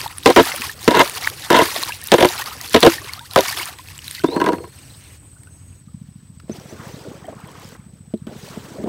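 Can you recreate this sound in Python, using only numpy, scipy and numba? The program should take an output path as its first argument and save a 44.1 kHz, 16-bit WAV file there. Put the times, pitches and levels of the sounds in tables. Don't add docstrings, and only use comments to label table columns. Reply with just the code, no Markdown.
import sys
import numpy as np
from scipy import signal
from scipy.fft import rfft, irfft, next_fast_len
from scipy.io import wavfile
from scipy.ndimage import uniform_filter1d, map_coordinates
from numba import njit

SR = 44100
rng = np.random.default_rng(int(sys.argv[2]) if len(sys.argv) > 2 else 0)


def generate_wav(sig):
    pcm = np.round(np.clip(np.atleast_2d(sig).T, -1, 1) * 32767).astype(np.int16)
    wavfile.write(sys.argv[1], SR, pcm)


def voltage_ratio(level):
    return 10 ** (np.asarray(level, float) / 20)


N = 391608
T = np.arange(N) / SR
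BAILING, PADDLING = (0, 4.35), (6.45, 8.88)  # (start [s], end [s])
CHANGE_S = 5.8
TOP_HZ = 15850

# (start [s], end [s], start level [dB], end level [dB], mouth ring [dB])
SCRAPES = [(0.259, 0.309, -9.5, -3.5, -9), (0.361, 0.409, -4.5, -3, -0.5), (0.877, 1.003, -21, -11.5, 4),
           (0.999, 1.021, -2.5, -16.5, 8), (1.514, 1.559, -20.5, -12, 10), (1.56, 1.624, -13, -10.5, 4),
           (2.118, 2.145, 3, -8, -9), (2.179, 2.216, -18, -10, -8.5), (2.224, 2.24, 1, -5.5, -12.5),
           (2.742, 2.778, -1, -8, -5.5), (2.824, 2.875, -6.5, -3.5, -15.5), (3.36, 3.39, -6, -11.5, -12)]
DRAG_TUNING = [0.9, 0.57, -1.2, 0.8, 0.5, 0.2, 1.34, -0.6, 1.3, -.6, 0.02, 2.5]
# (frequency [Hz], width [Hz], level
# [dB])
SCOOP_MODES = [(81, 26, -15.5), (157, 49, -11.5), (264.4, 33, -4.5), (332.2, 26, 1), (455.3, 71, 0.5),
               (551.4, 51, 0), (644, 69, -2), (753, 60, -6.5)]
# (frequency [Hz], width [Hz], level [dB])
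MOUTH_MODES = [(954, 74, 0), (1060, 100, -7.5), (1270, 66, -14.5), (1450, 48, -13.5), (1628, 120, -13),
               (2100, 115, -15), (2730, 140, -19.5), (3280, 100, -21), (3580, 100, -17), (3980, 120, -22.5)]
# (frequency [Hz], density [dB per Hz])
GRIT_COLOUR = [(650, -27.5), (1100, -2), (2510, -8), (3140, -4), (4960, -13.5), (7400, -21), (9250, -21),
               (15800, -28.5)]
# (time [s], peak level [dB])
CATCHES = [(0.259, 8.5), (0.274, -4), (0.301, -1.5), (0.362, -1), (0.373, 2), (0.396, 2.5), (0.878, -0.5),
           (0.908, -3.5), (0.95, -9), (0.971, -5), (0.993, 3), (1.014, -5), (1.503, 2.5), (1.529, -3),
           (1.546, -5), (1.565, -5), (1.588, 0.5), (1.617, -2), (2.118, 7.5), (2.14, 7), (2.183, -5),
           (2.207, -1), (2.226, 2.5), (2.247, 4.5), (2.745, -2), (2.762, 2.5), (2.829, 0), (2.849, 2.5),
           (2.864, 14), (3.36, 3.5), (3.375, -9.5), (3.387, -4)]
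# (start [s], end [s], start level [dB], end level [dB])
SLIDES = [
    (4.245, 4.379, -28.5, -13.5),
    (4.374, 4.51, -24, -19),
    (4.499, 4.68, -19, -40),
]
# (time [s], peak level [dB], click level [dB], shift [semitones])
TUMBLE = [(4.237, -21.5, -7.5, .3), (4.242, -6, -21, -0.88), (4.285, -20, -20, .3),
          (4.362, -7.5, -17.5, -0.13), (4.401, -18, -4.5, 0.16), (4.414, -16.5, -5, .3),
          (4.441, -15.5, -10, .3), (4.462, -15.5, -3.5, .3), (4.477, -14.5, -14.5, 0.2),
          (4.487, -8, -16, 0.75), (4.521, -24.5, -9.5, 0.45), (4.531, -13, -15.5, 0.41),
          (4.583, -24.5, -16.5, .6), (4.639, -27.5, -13.5, 0.45)]
# (frequency [Hz], width [Hz], level [dB])
EMPTY_MODES = [(181, 32, -9), (273, 27, -4.5), (339.7, 55, -1.5), (457, 48, -6.5), (622, 55, -8),
               (776, 90, -12), (960, 38, -1), (1060, 95, -6), (1340, 170, -13), (1626, 100, -13),
               (2030, 140, -19.5), (2900, 300, -26.5)]

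# (peak time [s], level [dB], rise [s], hold [s])
GUSHES = [(0, -34.5, .05, .04), (.235, -42.5, .03, .02), (.26, -33.5, 0.035, .1), (.44, -30.5, 0.19, .05),
          (.62, -33, 0.45, 0.05), (.84, -41, .02, .03), (1.05, -32, 0.4, 0.11), (1.27, -32.5, 0.24, .01),
          (1.42, -44.5, .05, .06), (1.66, -28.5, 0.38, 0.19), (1.9, -39.5, 0.14, .05), (2.3, -31, 0.41, .2),
          (2.63, -46, 0.068, .1), (2.91, -30.5, 0.48, .03), (3.02, -42, .1, .13), (3.41, -31, 0.068, 0.082),
          (3.6, -31.5, .3, 0.048)]
# (peak time [s], level [dB], rise [s], hold [s])
TRICKLE = [
    (4.063, -38, 0.044, .14),
]
# (frequency [Hz], density [dB per Hz])
SPRAY_COLOUR = [(880, -34), (1500, -7.5), (1810, 1), (2870, -6), (4520, -2), (7620, -9.5), (9470, -5.5),
                (14900, -9), (15800, -13)]
# (frequency [Hz], density [dB per Hz])
FROTH_COLOUR = [(500, -27), (850, 0), (1100, 3.5), (2200, -10.5), (3500, -11.5)]
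# (frequency [Hz], density [dB per Hz])
SLOSH_COLOUR = [(150, -12.5), (250, -2), (450, -3), (700, -9.5), (1000, -15)]
# (time [s], peak level [dB], pitch [Hz])
BAIL_DROPS = [(0.0145, -12, 4700), (.064, -21, 4100), (.078, -18, 3700), (.174, -26.5, 11000),
              (0.1827, -12.5, 9200), (0.234, -17.5, 3700), (0.519, -12, 2600), (0.6193, -7.5, 2500),
              (0.829, -18.5, 3820), (0.994, 0, 3100), (1.2717, -13, 3720), (1.448, -18, 3450),
              (1.8346, -6, 4030), (1.9211, -15.5, 2610), (2.085, -15.5, 3700), (2.2885, -8, 3800),
              (2.379, -14, 3940), (2.46, -15.5, 4500), (2.6772, -17, 4300), (2.687, -18, 4300),
              (2.645, -21.5, 3320), (3.495, -12.5, 4500), (3.462, -18, 4000), (.792, -28.5, 4690),
              (.861, -23.5, 5000), (1.151, -17, 4420), (3.577, -15, 5200), (2.864, -2.5, 2960),
              (3.135, -13, 4280), (3.1936, -19.5, 3600), (3.311, -18.5, 3980), (3.6301, -15.5, 2900)]
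# (time [s], peak level [dB], pitch [Hz])
DRIPS = [(3.787, -24.5, 3300), (3.874, -29, 4230), (3.886, -23, 2500), (3.979, -20.5, 7400),
         (3.99, -20.5, 2900), (4.0435, -24, 4570), (4.0801, -12, 3820), (4.1112, -15, 8650),
         (4.15, -18, 4300), (4.7888, -36.5, 8290), (5.0395, -32.5, 8400), (5.4343, -33, 8030),
         (5.472, -40.5, 2600), (5.729, -47, 2500), (6.5985, -31.5, 5610), (7.268, -37, 8090),
         (7.646, -31.5, 5140), (8.1753, -41.5, 4000), (8.488, -28.5, 4220), (8.8422, -35.5, 3640)]
# (time [s], peak level [dB], pitch [Hz])
PLANK_SPITS = [(0.4299, -13.5, 3630), (0.4843, -15, 5900), (0.5621, -10.5, 3970), (0.61, -14, 4040),
               (0.6694, -24, 3880), (0.7148, -20, 4300), (0.7774, -31.5, 3360), (0.8096, -22, 8580),
               (0.8444, -16, 6130), (1.035, -14, 8550), (1.0774, -17.5, 4490), (1.0969, -10.5, 3070),
               (1.1423, -15.5, 4280), (1.2999, -12.5, 4240), (1.3962, -21.5, 3070), (1.7255, -15, 3080),
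               (1.7964, -18.5, 3080), (1.8284, -10.5, 3760), (1.8514, -15.5, 10900), (1.8664, -19, 3700),
               (1.8946, -18.5, 5720), (1.9334, -23.5, 4070), (2.0148, -22, 3390), (2.0344, -25.5, 9660),
               (2.0398, -16.5, 11830), (2.0544, -23, 5800), (2.0612, -21.5, 6600), (2.0724, -10, 9600),
               (2.2558, -5.5, 3990), (2.4404, -16.5, 4540), (2.613, -13, 6490), (2.6964, -19, 13520),
               (2.7334, -10, 3144), (2.8055, -6.5, 4450), (2.9118, -14.5, 3030), (3.3353, -16, 3490),
               (3.4077, -3.5, 4450), (3.6566, -14, 6110)]
# (time [s], peak level [dB], pitch [Hz])
BLADE_FLICKS = [(7.2541, -40, 3220), (7.2671, -36, 8090), (7.3155, -43, 8130), (7.3513, -37, 8250),
                (7.4038, -40, 8100), (7.4733, -38, 8140), (7.516, -34, 8030), (7.5978, -40, 3720),
                (7.6203, -37, 3030), (7.6458, -35, 5180), (7.6901, -31, 8490), (7.719, -39, 8060),
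                (7.748, -39, 8080), (7.7924, -43, 8110)]
# (time [s], peak level [dB], pitch [Hz])
PLOPS = [(0.042, -23, 810), (0.061, -9.5, 872), (0.469, -16, 840), (0.517, -13, 2030), (0.539, -18, 554),
         (0.638, -15, 1056), (0.695, -14.5, 1730), (1.245, -13, 2160), (1.274, 11.5, 1730),
         (1.686, -14, 1060), (1.762, -8, 673), (1.829, -14.5, 1060), (1.893, -13.5, 930),
         (1.905, -17.5, 1600), (1.922, -14, 2670), (2.42, -15.5, 1790), (2.471, -18, 1170),
         (3.483, -13.5, 2190), (3.793, -25.5, 990), (4.182, -23.5, 1980), (4.199, -27, 1470),
         (5.365, -43, 1426), (5.472, -38, 1450), (5.883, -45.5, 1205), (7.244, -26, 710), (7.284, -14, 627),
         (7.328, -32, 537),
         (.402, -3, 1600), (.437, -17, 1650), (.483, -19, 1900), (1.634, -14, 2100), (1.657, -18, 1680),
         (2.024, -27, 1780), (2.339, -28, 1050), (2.52, -21, 1250), (2.604, -24.5, 1900), (.579, -24, 1300),
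         (2.872, -4, 1600), (2.982, -17, 1790), (3.017, -27, 1100), (3.093, -20.5, 2130),
         (3.458, -20, 1410), (3.488, -18, 1050), (3.527, -17, 1750), (3.597, -15.5, 2150), (3.61, -18, 965),
         (7.243, -39, 1800), (7.254, -41, 3100), (7.328, -33, 1080), (7.013, -38, 850), (7.045, -36, 1400),
         (7.485, -31, 1000), (7.75, -40, 1910)]
# (time [s], pitch [Hz], level [dB])
RISING = [
    [(3.172, 1124, -37), (3.2, 1450, -39), (3.215, 1750, -46)],
    [(3.208, 904, -37), (3.24, 964, -43), (3.27, 2100, -51)],
]

# (time [s], peak level [dB], click level [dB])
KNOCKS = [(6.399, -49, 9.5), (6.495, -13, -28), (6.725, -22, -35), (8.138, -10, -31), (8.269, -21, -17.5),
          (8.323, -25.5, -24), (8.571, -21.5, -33.5), (8.799, -21, -31), (8.839, -13, -30),
          (8.871, -18, -25)]
# (frequency [Hz], width [Hz], level [dB])
HULL_MODES = [(217, 32, 4.5), (355, 27, 1), (433, 32, -2), (631, 67, -2)]
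# (start [s], end [s], spray level [dB], bubble level [dB], slosh level [dB])
PULLS = [
    (6.482, 7.767, -62.5, -52.5, -50),
    (8.27, 9, -58.5, -60.5, -46.5),
]
# (peak time [s], level [dB], rise [s], hold [s])
SWISHES = [(6.55, -54.5, 0.092, 0.2), (6.87, -50.5, 0.7, 0.24), (7.66, -52, 0.55, 0.05),
           (8.33, -56, .015, 0.22), (8.48, -48.5, 0.31, 0.22)]
# (peak time [s], level [dB], rise [s], hold [s])
GULPS = [(6.52, -55, .05, .2), (6.95, -43, 0.85, .2), (7.28, -42, 0.13, 0.046),
         (8.272, -39.5, 0.0093, 0.021), (8.86, -31.5, 0.23, .1)]
# (frequency [Hz], density [dB per Hz])
WASH_COLOUR = [(880, -27), (1500, -4), (3570, -4), (5840, -5), (8330, -9), (10700, -15.5), (15800, -14)]

# (time [s], firings so far [count])
FIRINGS = [(0, -83.5), (4.7681, -16), (5.7559, -2), (5.8767, 0), (7.7963, 27), (8.9, 42.52)]
# (frequency [Hz], density [dB per Hz])
RUMBLE_COLOUR = [(12, -54.5), (20, -38), (86, -1.5), (208, -17), (228, -20), (278, -16.5), (400, -36),
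                 (520, -66), (880, -120)]
# (peak time [s], level [dB], rise [s], hold [s])
TRILL_SONG = [(5.3, -54, 0.67, 0.02), (5.78, -62, .6, 0.0093)]
# (peak time [s], level [dB], rise [s], hold [s])
UPPER_SONG = [(4.8, -55, 0.19, 0.77)]
# (time [s], pitch [Hz], level [dB])
BIRDS = [
    [(4.18, 3100, -48), (4.21, 3030, -48), (4.27, 3560, -39), (4.36, 4270, -35), (4.385, 4300, -42),
     (4.6, 4320, -55.5), (4.78, 4260, -60)],
    [(5.12, 7130, -62.5), (5.42, 7020, -67)],
    [(5.5, 6440, -63), (5.68, 6700, -63.5), (5.8, 6700, -63)],
]
# (time [s], pitch [Hz], level [dB])
CHIRP = [(0, 4970, -6), (.012, 5700, -6), (.023, 6230, -3), (.035, 6000, -4)]
# (time [s], level [dB])
CHIRPS = [(6.501, -40), (6.683, -43), (6.909, -45)]
# (frequency [Hz], density [dB per Hz])
AIR_COLOUR = [(250, -9), (330, 0.5), (600, -3.5), (1500, -7.5), (4700, -12.5), (9000, -13.5),
              (15800, -17.5)]


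def scraping():
    slips = unit(voltage_ratio(3.3 * wobble(90)))
    force = slips * hiss([(20, 0.00062), (8000, 0.0095)], patchy_db=2)
    force = force / np.std(filtered(force, body(SCOOP_MODES)))
    shell, grit, mouth = np.zeros((3, N))
    for (start, end, db0, db1, mouth_db), semitones in zip(SCRAPES, DRAG_TUNING):
        begun, dragging = T >= start, (T >= start) & (T < end)
        level = voltage_ratio(np.interp(T, [start, end], [db0, db1])) * begun
        answer = rung((level * force)[dragging], SCOOP_MODES, semitones, scatter_db=1.5)
        shell[round(start * SR):][:len(answer)] += answer
        mouth += level * (T < end) * voltage_ratio(mouth_db)
        settling = voltage_ratio(-16.5 - 60 * np.maximum(T - end, 0) / 0.093)
        grit += level ** 0.4 * begun * settling
    slide = sum(voltage_ratio(np.interp(T, row[:2], row[2:])) * during(*row[:2]) for row in SLIDES)
    dry_modes = SCOOP_MODES[:5] + [(962, 60, -9.5)]
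    wet = swarm(BAILING, count=2000, centre_hz=2600, octaves=.6, cycles=29, spread_db=1.5)
    crushed = .7 * hiss(GRIT_COLOUR, patchy_db=1.5) + .7 * wet
    scrape = shell + filtered(mouth * force, body(MOUTH_MODES)) + filtered(slide * force, body(dry_modes))
    return voltage_ratio(-4.0) * (scrape + grit * unit(slips * voltage_ratio(1.7 * wobble(300)) * crushed))


def rim_catches():
    s, db = np.transpose(CATCHES)
    rested = np.diff(s, prepend=0) > .05
    click_db = -10.5 - .63 * db + 4.5 * rested
    tune = np.interp(s, [row[0] for row in SCRAPES], DRAG_TUNING)
    return blows(zip(s, db, click_db, tune), SCOOP_MODES, MOUTH_MODES, push_s=0.00029,
                 thud_db=7.5, click_db=0, rough_db=12.0, scatter_db=1.5)


def dropped_scoop():
    return blows(TUMBLE, EMPTY_MODES[:6], EMPTY_MODES[6:], push_s=0.00034,
                 thud_db=17.5, click_db=1.5, rough_db=13.5, scatter_db=2.5)


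def bailed_water():
    froth_db, slosh_db = -3, -12.5
    dribble = voltage_ratio(-2 * 31 * np.maximum(T - 4.5, 0))
    gush = swells(GUSHES, dies=110)
    froth = level_db(voltage_ratio(2 * froth_db) * gush + voltage_ratio(2 * -55) * dribble)
    spray = level_db(swells(GUSHES + TRICKLE, dies=180) + voltage_ratio(2 * -51) * dribble)
    return water(BAILING, spray, froth, froth + slosh_db - froth_db, SPRAY_COLOUR,
                 clump_db=2.5, crackle=0.8, foam=0.72, patchy_db=3.5)


def bursting_drops():
    s, db, hz = np.transpose(BAIL_DROPS + DRIPS).copy()
    crack = np.bincount((s * SR).astype(int), voltage_ratio(db - 8.0), N)
    crack = np.convolve(crack, voltage_ratio(-60 * T[:SR // 50] / 0.0057))[:N] * hiss(SPRAY_COLOUR)
    return crack + drops(s, voltage_ratio(db - 2), hz, np.full(len(s), .011), rise=0.061)


def spits():
    s, db, hz = np.transpose(PLANK_SPITS + BLADE_FLICKS).copy()
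    ticks = np.zeros(N)
    for ratio in (.8, 1.02, 1.3):
        size = voltage_ratio(db - 6.5 + rng.normal(0, 1.5, len(s)))
        t60 = 16 / hz / ratio + 0.0013
        ticks += drops(s, size, np.clip(hz * ratio, 500, TOP_HZ), t60, rise=.05)
    crack = np.bincount((s * SR).astype(int), voltage_ratio(db - 5.0), N)
    crack = np.convolve(crack, voltage_ratio(-60 * T[:SR // 100] / 0.005))[:N]
    return ticks + crack * hiss([(3000, -12.5), (6000, -2), (15800, -2.5)], patchy_db=6.0)


def bubbles():
    s, db, hz = np.transpose(PLOPS).copy()
    t60 = 0.048 / (1 + voltage_ratio(db + 7))
    climbing = sum(glide(bubble, flutter_db=2.2, waver=0.0033) for bubble in RISING)
    return climbing + drops(s, voltage_ratio(db - 2.0), hz, np.clip(t60, .003, .12), rise=0.1)


def paddle_knocks():
    return blows([(*row, 0) for row in KNOCKS], HULL_MODES[:2], HULL_MODES[2:], push_s=0.00036,
                 thud_db=8.5, click_db=1.5, rough_db=-6, scatter_db=1.2)


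def paddled_water():
    swishes = swells(SWISHES, dies=69, sag=17)
    gulps = swells(GULPS, dies=220, sag=8.8)
    drift_db = np.array((-68, -70.5, -64))
    wash = np.outer(voltage_ratio(2 * drift_db), T > CHANGE_S)
    pulling = np.zeros(N)
    for start, end, *levels_db in PULLS:
        pull = during(start, end)
        pulling += pull
        wash += np.outer(voltage_ratio(2 * np.array(levels_db)), pull)
    gulps = gulps * pulling
    swish_foam = voltage_ratio(-1.5) * swishes * (T > SWISHES[1][0] + .5)
    spray, froth, slosh = wash + [swishes * pulling, voltage_ratio(-33) * gulps + swish_foam, gulps]
    return water(PADDLING, level_db(spray), level_db(froth), level_db(slosh), WASH_COLOUR,
                 clump_db=1.1, crackle=0.0603, foam=0.9, patchy_db=2.15)


def engine():
    thump_db, hz = by_scene((-38.5, -29), late_s=.045), by_scene((104.8, 158))
    rumble_db = by_scene((-46, -48.5)) + 1.5 * wobble(6.7)
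    turn = curves(FIRINGS)[0]
    firing = np.round(turn)
    lag = (turn - firing) / np.gradient(turn) / SR * hz
    size = voltage_ratio(rng.normal(0, 3.4, 200))[firing.astype(int)]
    thump = -voltage_ratio(thump_db) * size * np.cos(2 * np.pi * lag - .25) * np.exp(-(lag / .62) ** 2)
    t = T[:SR // 10]
    banks = rng.standard_normal(len(t)) * voltage_ratio(-60 * t / 0.081) * (t > .02)
    echo = signal.fftconvolve(thump, banks / np.linalg.norm(banks))[:N]
    return thump + voltage_ratio(-8.5) * echo + voltage_ratio(rumble_db) * hiss(RUMBLE_COLOUR)


def insects():
    trill = voltage_ratio(2 * by_scene((-61, -65.5))) + swells(TRILL_SONG, dies=330, sag=1)
    upper = voltage_ratio(2 * by_scene((-59, -72))) + swells(UPPER_SONG, dies=300, sag=3.6)
    pulses = (1 + np.sin(2 * np.pi * 43.5 * T)) ** 2 * (1 + .7 * np.sin(2 * np.pi * 14.5 * T))
    middle = voltage_ratio(level_db(trill)) * unit(pulses) * insect_band(8290, 260)
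    high = voltage_ratio(level_db(upper)) * insect_band(8540, 170)
    return middle + high + voltage_ratio(by_scene((-56.5, -59.5))) * insect_band(8030, 220)


def insect_band(hz, width):
    wings = filtered(rng.standard_normal(N), lambda f: body([(hz, width, 0)])(f) ** 2)
    return unit(voltage_ratio(1.5 * wobble(30)) * wings)


def birds():
    chirps = [[(s + lag, hz, db + rel_db) for lag, hz, rel_db in CHIRP] for s, db in CHIRPS]
    return sum(glide(note, flutter_db=4, waver=0.018) for note in BIRDS + chirps)


def air():
    start, end = 4.72, 5.17
    level = voltage_ratio(by_scene((-57.5, -66)) + 4.8 * during(start, end))
    leaves = voltage_ratio(-51) * during(start, end, edge_s=0.045) * hiss(WASH_COLOUR, patchy_db=4.5)
    return level * hiss(AIR_COLOUR, patchy_db=2.5) + leaves


def water(span, spray_db, froth_db, slosh_db, spectrum, clump_db, crackle, foam, patchy_db):
    clump = voltage_ratio(clump_db * wobble(45))
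    fine = swarm(span, count=6000, centre_hz=4850, octaves=0.7, cycles=11, spread_db=3.2)
    small = swarm(span, count=1500, centre_hz=1377, octaves=.55, cycles=27, spread_db=2.0)
    large = swarm(span, count=300, centre_hz=435.0, octaves=.45, cycles=27, spread_db=1.5)
    spray = hiss(spectrum, patchy_db) + crackle * fine
    froth = foam * hiss(FROTH_COLOUR, patchy_db=4.5) + small
    slosh = foam * hiss(SLOSH_COLOUR, patchy_db=6.5) + large
    fizz, heave = voltage_ratio(1.5 * wobble(150)), voltage_ratio(2.5 * wobble(25))
    spray = voltage_ratio(spray_db + 3.5) * unit(clump * fizz * spray)
    froth = voltage_ratio(froth_db) * unit(clump * voltage_ratio(2.2 * wobble(12)) * froth)
    return spray + froth + voltage_ratio(slosh_db) * unit(heave * slosh)


def blows(rows, shell, fixed_modes, push_s, thud_db, click_db, rough_db, scatter_db):
    ring, crack = np.zeros((2, N + SR))
    t = np.arange(SR // 30) / SR
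    for s, db, rel_db, semitones in rows:
        rough = voltage_ratio(rel_db + rough_db - 60 * t / 0.064) * rng.standard_normal(len(t))
        force = voltage_ratio(db + thud_db) * (t / push_s * np.exp(1 - t / push_s) + rough)
        answer = rung(force, shell, semitones, scatter_db) + rung(force, fixed_modes, 0, scatter_db / 2)
        ring[round(s * SR):][:len(answer)] += answer
        crack[round(s * SR):][:len(t)] += voltage_ratio(db + rel_db + click_db - 60 * t / 0.028)
    return ring[:N] + crack[:N] * hiss(GRIT_COLOUR, patchy_db=4.0)


def rung(force, modes, semitones, scatter_db):
    m = 2 ** 14
    hz, width, db = np.transpose(modes)
    modes = zip(hz * 2 ** (semitones / 12), width, db + scatter_db * rng.standard_normal(len(db)))
    return irfft(rfft(force, m) * body(modes)(np.fft.rfftfreq(m, 1 / SR)), m)


def body(modes):
    def response(f):
        total = 0
        for k, (hz, width, db) in enumerate(modes):
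            total = total + (-1) ** k * voltage_ratio(db) * 1j * f * width / (hz * hz - f * f + 1j * f * width)
        return total
    return response


@njit
def drops(s, size, hz, t60, rise):
    out = np.zeros(N + SR)
    for k in range(len(s)):
        for j in range(int(SR * t60[k])):
            t = j / SR
            u = t / t60[k]
            swell = np.exp(-np.log(1000) * u) * (1 - np.exp(-t * hz[k]))
            out[int(s[k] * SR) + j] += size[k] * np.sin(2 * np.pi * hz[k] * t * (1 + rise * u)) * swell
    return out[:N]


def swarm(span, count, centre_hz, octaves, cycles, spread_db):
    s, e = rng.random((2, count))
    hz = centre_hz * 2 ** (octaves * rng.standard_normal(count))
    hz = np.clip(hz, centre_hz / 2, 15000)
    start, end = span
    size = voltage_ratio(-spread_db * np.log(e + 0.0018))
    popping = drops(start + s * (end - start), size, hz, cycles / hz, rise=0.22)
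    return unit(popping) * np.sqrt((end - start) * SR / N)


def glide(note, flutter_db, waver):
    hz, db = curves(note)
    edges = np.clip(np.minimum(T - note[0][0], note[-1][0] - T) / 0.004, 0, 1)
    on = edges > 0
    level = voltage_ratio((db + flutter_db * wobble(120))[on]) * edges[on]
    phase = 2 * np.pi * np.cumsum((hz * (1 + waver * wobble(300)))[on]) / SR
    out = np.zeros(N)
    out[on] = level * np.sin(phase)
    return out


def hiss(spectrum, patchy_db=0):
    z = signal.stft(rng.standard_normal(N), nperseg=256)[2]
    field = uniform_filter1d(rng.standard_normal(z.shape), size=4, axis=0)
    field = uniform_filter1d(field, size=6, axis=1)
    white = signal.istft(z * voltage_ratio(patchy_db * unit(field)), nperseg=256)[1][:N]
    f, db = np.transpose(spectrum)
    return unit(filtered(white, lambda hz: voltage_ratio(np.interp(np.log(hz + 1), np.log(f), db, -120, -120))))


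def filtered(x, response):
    m = next_fast_len(N + SR // 2)
    return irfft(rfft(x, m) * response(np.fft.rfftfreq(m, 1 / SR)), m)[:N]


def swells(rows, dies, sag=30.5):
    t = T[::32, None]
    s, top, rise, hold = np.transpose(rows)
    db = top - 22 * np.maximum(s - t, 0) / rise
    db = db - sag * np.maximum(t - s, 0) - dies * np.maximum(t - s - hold, 0)
    return np.interp(T, t[:, 0], voltage_ratio(2 * db).sum(axis=1))


def by_scene(pair, late_s=0):
    return np.interp(T - late_s, [CHANGE_S - .015, CHANGE_S + 0.025], pair)


def during(start, end, edge_s=0.0053):
    return np.clip(np.minimum(T - start, end - T) / edge_s + .5, 0, 1)


def wobble(rate):
    t = T[::8]
    knots = rng.standard_normal(int(N * rate / SR) + 4)
    return np.interp(T, t, map_coordinates(knots, [t * rate]))


def curves(rows):
    s, *cols = np.transpose(rows)
    return [np.interp(T, s, c) for c in cols]


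def level_db(power):
    return 10 * np.log10(power + 1e-12)


def unit(x):
    return x / np.sqrt(np.mean(x ** 2) + 1e-20)


def scene():
    bailing = scraping() + rim_catches() + dropped_scoop() + bailed_water()
    droplets = bursting_drops() + spits() + bubbles()
    paddling = paddle_knocks() + paddled_water()
    background = engine() + insects() + birds() + air()
    return (bailing + droplets + paddling + background)[None]


def low_pass(x):
    return signal.sosfilt(signal.butter(12, 16490, fs=SR, output="sos"), x)


def record(dry):
    heard = filtered(dry[0], lambda f: (f < TOP_HZ) * (1j * f / (1j * f + 28)) ** 2)[None]
    mix = heard / (1 + np.abs(heard) ** 30) ** (1 / 30)
    return low_pass(mix)


dry = scene()
out = record(dry)
generate_wav(out)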